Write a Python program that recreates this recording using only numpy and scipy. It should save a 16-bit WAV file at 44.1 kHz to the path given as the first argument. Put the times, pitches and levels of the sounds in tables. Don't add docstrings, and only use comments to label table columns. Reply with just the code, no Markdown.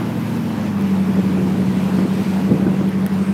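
import sys
import numpy as np
from scipy import signal
from scipy.fft import rfft, irfft, next_fast_len
from scipy.io import wavfile
from scipy.ndimage import uniform_filter1d, map_coordinates

SR = 44100
rng = np.random.default_rng(int(sys.argv[2]) if len(sys.argv) > 2 else 0)


def ratio(d):
    e = np.asarray(d, float) / 20
    return 10 ** e


def persist_wave(psi):
    counts = np.round(np.clip(psi, -1, 1) * 32767).astype(np.int16)
    wavfile.write(sys.argv[1], SR, np.atleast_2d(counts).T)


N = 146853


def unit(x):
    return x / np.sqrt(np.mean(x ** 2) + 1e-20)


def curve(rows):
    s, value = np.transpose(rows)
    return np.interp(np.arange(N) / SR, s, value)


def wobble(rate):
    knots = rng.standard_normal(int(N * rate / SR) + 4)
    return map_coordinates(knots, [np.arange(N) * rate / SR])


def coloured(x, spectrum):
    m = next_fast_len(N + 8192)
    f, db = np.transpose(spectrum)
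    log_hz = np.log(np.fft.rfftfreq(m, 1 / SR) + 1)
    gain = ratio(np.interp(log_hz, np.log(f + 1), db, left=-120, right=-120))
    return irfft(rfft(x, m) * gain, m)[:N]


def rush(spectrum, patchy_db):
    z = signal.stft(rng.standard_normal(N + 512), nperseg=512)[2]
    field = uniform_filter1d(rng.standard_normal(z.shape), size=6, axis=0)
    field = uniform_filter1d(field, size=10, axis=1)
    patchy = signal.istft(z * ratio(patchy_db * unit(field)), nperseg=512)[1][:N]
    return unit(coloured(patchy, spectrum))


def bursts(events, t60, spectrum):
    t, shape = np.arange(SR // 10) / SR, np.zeros(N + SR)
    for s, db in events:
        onset = 1 - np.exp(-30 * t / t60)
        shape[round(s * SR):][:len(t)] += ratio(db - 60 * t / t60) * onset
    noise = rng.standard_normal(N)
    return coloured(shape[:N] * noise, spectrum) / coloured(noise, spectrum).std()


def engine():
    # (time [s], rate [cycles/s])
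    speed = [(0.0, 14.4), (0.25, 14.39), (0.42, 14.45), (0.52, 13.77), (0.62, 13.04), (0.75, 12.48),
             (0.9, 12.02), (1.05, 11.84), (1.3, 11.75), (1.7, 11.7), (2.1, 11.79), (2.5, 11.89),
             (2.9, 11.85), (3.33, 12.01)]
    # (multiple of the cycle rate [1], fast-idle level [dB], slow-idle level [dB])
    orders = [(6, -42, -48), (7, -38, -48), (8, -31, -33), (9, -62, -45), (10, -35.5, -45), (11, -35, -56),
              (12, -32, -35), (13, -40, -39), (14, -38, -34.5), (15, -42, -50), (16, -31, -26),
              (17, -49, -33.5), (18, -34, -36.5), (19, -65, -46.5), (20, -44, -46), (21, -38.5, -41.5),
              (22, -37, -41.5), (24, -41.5, -50), (25, -55, -42), (26, -52, -42), (27, -50, -58.5),
              (29, -72, -38.5), (30, -64, -48.5), (32, -66, -53.5), (34, -48.5, -43.5), (35, -73, -49),
              (36, -66, -39)]
    # (frequency [Hz], width [Hz], lift [dB])
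    hull = [
        (193.2, 27.3, 8),
        (236.8, 20, 5.5),
    ]
    # (time [s], share of full depth [1])
    miss_grows = [
        (0, 0),
        (1, .35),
        (2.2, .6),
        (2.9, 1),
    ]
    # (frequency [Hz], level per Hz [dB])
    chuff = [(150, -2), (250, -3.5), (421, -22), (551, -12.5), (927, -8.5), (2500, -21.5), (3250, -37),
             (5500, -120)]
    fast_hz, slow_hz = 14.2, 12.1
    uneven_db, slip_rad = 1.0, .08
    spread_rad = 1.0
    miss_turn, miss_depth, miss_sharp = .52, .78, 5
    chuff_db, chuff_depth = -36, .25

    rate = curve(speed)
    turns = .374 + np.cumsum(rate) / SR
    slow = np.clip((fast_hz - rate) / (fast_hz - slow_hz), 0, 1)
    hum = np.zeros(N)
    for k, fast_db, slow_db in orders:
        k = round(k)
        lag = spread_rad * (k - 16) * (k - 17)
        hull_db = sum(db / (1 + (2 * (k * rate - hz) / width) ** 2) for hz, width, db in hull)
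        level = ratio(hull_db + fast_db + (slow_db - fast_db) * slow + uneven_db * wobble(6))
        phase = 2 * np.pi * k * turns - lag + slip_rad * wobble(9)
        hum += np.sqrt(2) * level * np.cos(phase)
    dip = np.exp(miss_sharp * (np.cos(np.pi * (turns - miss_turn)) - 1))
    miss = curve(miss_grows) * miss_depth * dip
    firing = np.cos(2 * np.pi * 8 * turns)
    exhaust = ratio(chuff_db) * (1 + chuff_depth * firing) * rush(chuff, patchy_db=1.5)
    return (1 - miss) * hum + exhaust


def water():
    # (time [s], level [dB])
    flow = [(0.0, -45), (0.01, -48), (0.39, -46), (0.41, -48.5), (0.68, -45.5), (0.72, -49), (1.12, -46),
            (1.35, -47.5), (2.21, -45), (3.33, -50)]
    # (frequency [Hz], level per Hz [dB])
    wash_spectrum = [(180, -32), (300, -3), (366, -10), (417, -8), (716, -14), (932, -14), (1310, -20.5),
                     (2570, -22), (7000, -41.5), (9100, -51), (15400, -120)]
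    # (frequency [Hz], level per Hz [dB])
    fizz_spectrum = [(2940, -5), (5000, -2), (7120, -6.5), (12100, -4.5), (15100, -8.5), (15900, -19)]
    wash_db, wash_grows = -33, 0.66
    fizz_db, fizz_grows = -49.5, 0.66
    spray_db = -53

    flow_db = curve(flow) - curve(flow).mean()
    shared_db = .75 * wobble(12)
    wash_level = ratio(wash_db + wash_grows * flow_db + shared_db)
    wash = wash_level * rush(wash_spectrum, patchy_db=1.38)
    fizz_level = ratio(fizz_db + fizz_grows * flow_db + shared_db + 0.3 * wobble(2.56))
    fizz = fizz_level * rush(fizz_spectrum, patchy_db=2.0)
    drops = ratio(spray_db + flow_db + 1.8 * wobble(7.4)) * spray(count=6000)
    return wash + fizz + sheets() + drops


def spray(count):
    centre_hz, ring_cycles, tail_db = 6880, 2.5, 3
    pitch, t = rng.standard_normal((count, 2)), np.arange(96) / SR
    hz = np.clip(centre_hz * np.exp(.5 * pitch[:, :1]), 1500, 15000)
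    size = ratio(tail_db * np.minimum(rng.exponential(size=(count, 1)), 4))
    grain = size * np.sin(2 * np.pi * hz * t) * np.exp(-t * hz / ring_cycles)
    at = rng.integers(0, N, (count, 1)) + np.arange(96)
    return unit(np.bincount(at.ravel(), grain.ravel(), N + 96)[:N])


def sheets():
    # (time [s], half length [s], level [dB], centre frequency [Hz])
    falls = [
        (.25, 0.23, -55.5, 12500),
        (.63, .05, -56, 6000),
        (2.05, 0.51, -57.5, 8200),
        (2.103, 0.38, -52.5, 4300),
        (3.267, 0.083, -53.5, 8600),
    ]
    edge = 1 + 2 * 0.19
    t, out = np.arange(N) / SR, np.zeros(N)
    for s, half, db, hz in falls:
        band = [(hz / edge, -20), (hz, .1), (hz * edge, -20)]
        swell = np.exp(-.5 * ((t - s) / half) ** 2)
        out += ratio(db) * swell * rush(band, patchy_db=1.3)
    return out


def wind():
    # (time [s], level [dB])
    gusts = [(0, -34), (.6, -32.5), (1.0, -36.5), (1.16, -24), (1.27, -29.5), (1.38, -26), (1.53, -26),
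             (1.6, -24.5), (1.8, -31), (1.9, -33), (2.02, -21), (2.15, -29), (2.43, -29.5), (2.53, -18.5),
             (2.59, -29.5), (2.68, -22), (2.76, -31), (3.25, -37)]
    # (frequency [Hz], level per Hz [dB])
    buffet_spectrum = [(60, -11), (85, -13), (125, 0.3), (160, -0.5), (240, -0.5), (330, -6), (500, -13),
                       (1200, -39.5)]
    calm_db, gust_grows, buffet_db = -36, 1.2, 2
    gust_db = calm_db + gust_grows * (curve(gusts) - calm_db)
    lumps = ratio(3.2 * wobble(45))
    buffet = ratio(gust_db + buffet_db) * unit(lumps * rush(buffet_spectrum, patchy_db=1.0))
    return buffet + thumps()


def ticks():
    # (time [s], peak level [dB])
    contacts = [
        (.7935, -33),
        (.811, -29),
        (.8228, -26),
        (2.892, -29),
        (3.064, -16.5),
        (3.14, -31),
        (3.18, -34),
    ]
    # (frequency [Hz], level [dB])
    tick_spectrum = [(700, -30), (1800, 0), (4500, -20), (7500, -9), (10000, 2), (13000, .1), (16000, -8)]
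    # (frequency [Hz], level [dB], t60 [s])
    case = [
        (1900, -6, .008),
        (3300, -8, .005),
        (5200, -11, .003),
    ]
    snap_db, crackle_db, crackle_t60 = 10, -6, .003
    blows, t = np.zeros(N), np.arange(SR // 20) / SR
    for s, db in contacts:
        blows[round(s * SR) + 8] = ratio(db)
    edge = ratio(snap_db) * coloured(blows, tick_spectrum)
    crackle = ratio(crackle_db) * bursts(contacts, crackle_t60, tick_spectrum)
    ring = sum(ratio(db - 60 * t / t60) * np.sin(2 * np.pi * hz * t) for hz, db, t60 in case)
    return edge + crackle + signal.fftconvolve(blows, ring)[:N]


def thumps():
    # (time [s], peak level [dB], pitch [Hz])
    eddies = [(1.108, -25, 291), (1.165, -12, 240), (1.243, -20, 264), (1.299, -17, 250), (1.369, -13, 308),
              (1.467, -15.5, 248), (1.584, -19.5, 242), (1.767, -16, 244), (1.899, -18, 334),
              (1.92, -22, 242), (1.985, -5, 242), (2.176, -25, 269), (2.32, -26, 242), (2.346, -28, 280),
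              (2.395, -18, 242), (2.474, -20, 285), (2.517, -6.5, 264), (2.597, -10.5, 276),
              (2.637, -16, 240), (2.665, -6.5, 305), (2.739, -10.5, 238), (2.81, -10.5, 334)]
    # (frequency [Hz], level per Hz [dB])
    puff_spectrum = [(70, -30), (150, -5), (260, -5), (450, -2), (800, -5), (1600, -5)]
    push_db, push_cycles = -3, 0.7
    puff_db, puff_t60 = -15, 0.036
    out, t = np.zeros(N + SR), np.arange(SR // 20) / SR
    for s, db, hz in eddies:
        u = t * hz / push_cycles
        push = np.e * u * np.exp(-u)
        out[round(s * SR):][:len(t)] += ratio(db + push_db) * push * np.sin(2 * np.pi * hz * t)
    puffs = bursts([row[:2] for row in eddies], puff_t60, puff_spectrum)
    return out[:N] + ratio(puff_db) * puffs


def scene():
    return (engine() + water() + wind() + ticks())[None]


def band_limit(x):
    return signal.sosfilt(signal.butter(12, 16490, fs=SR, output="sos"), x)


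def record(dry):
    mic_cut_hz, top_hz = 85.6, 15850
    rumble_db, rumble_top_hz = -57.5, 110
    m = next_fast_len(N + 8192)
    hz = np.fft.rfftfreq(m, 1 / SR)
    passed = (hz < top_hz) / np.sqrt(1 + (mic_cut_hz / (hz + 1)) ** 8)
    heard = irfft(rfft(dry, m) * passed, m)[:, :N]
    rumble = ratio(rumble_db) * rush([(15, -3), (40, .1), (rumble_top_hz, 3)], patchy_db=1.0)
    return band_limit(heard + rumble)


dry = scene()
out = record(dry)
persist_wave(out)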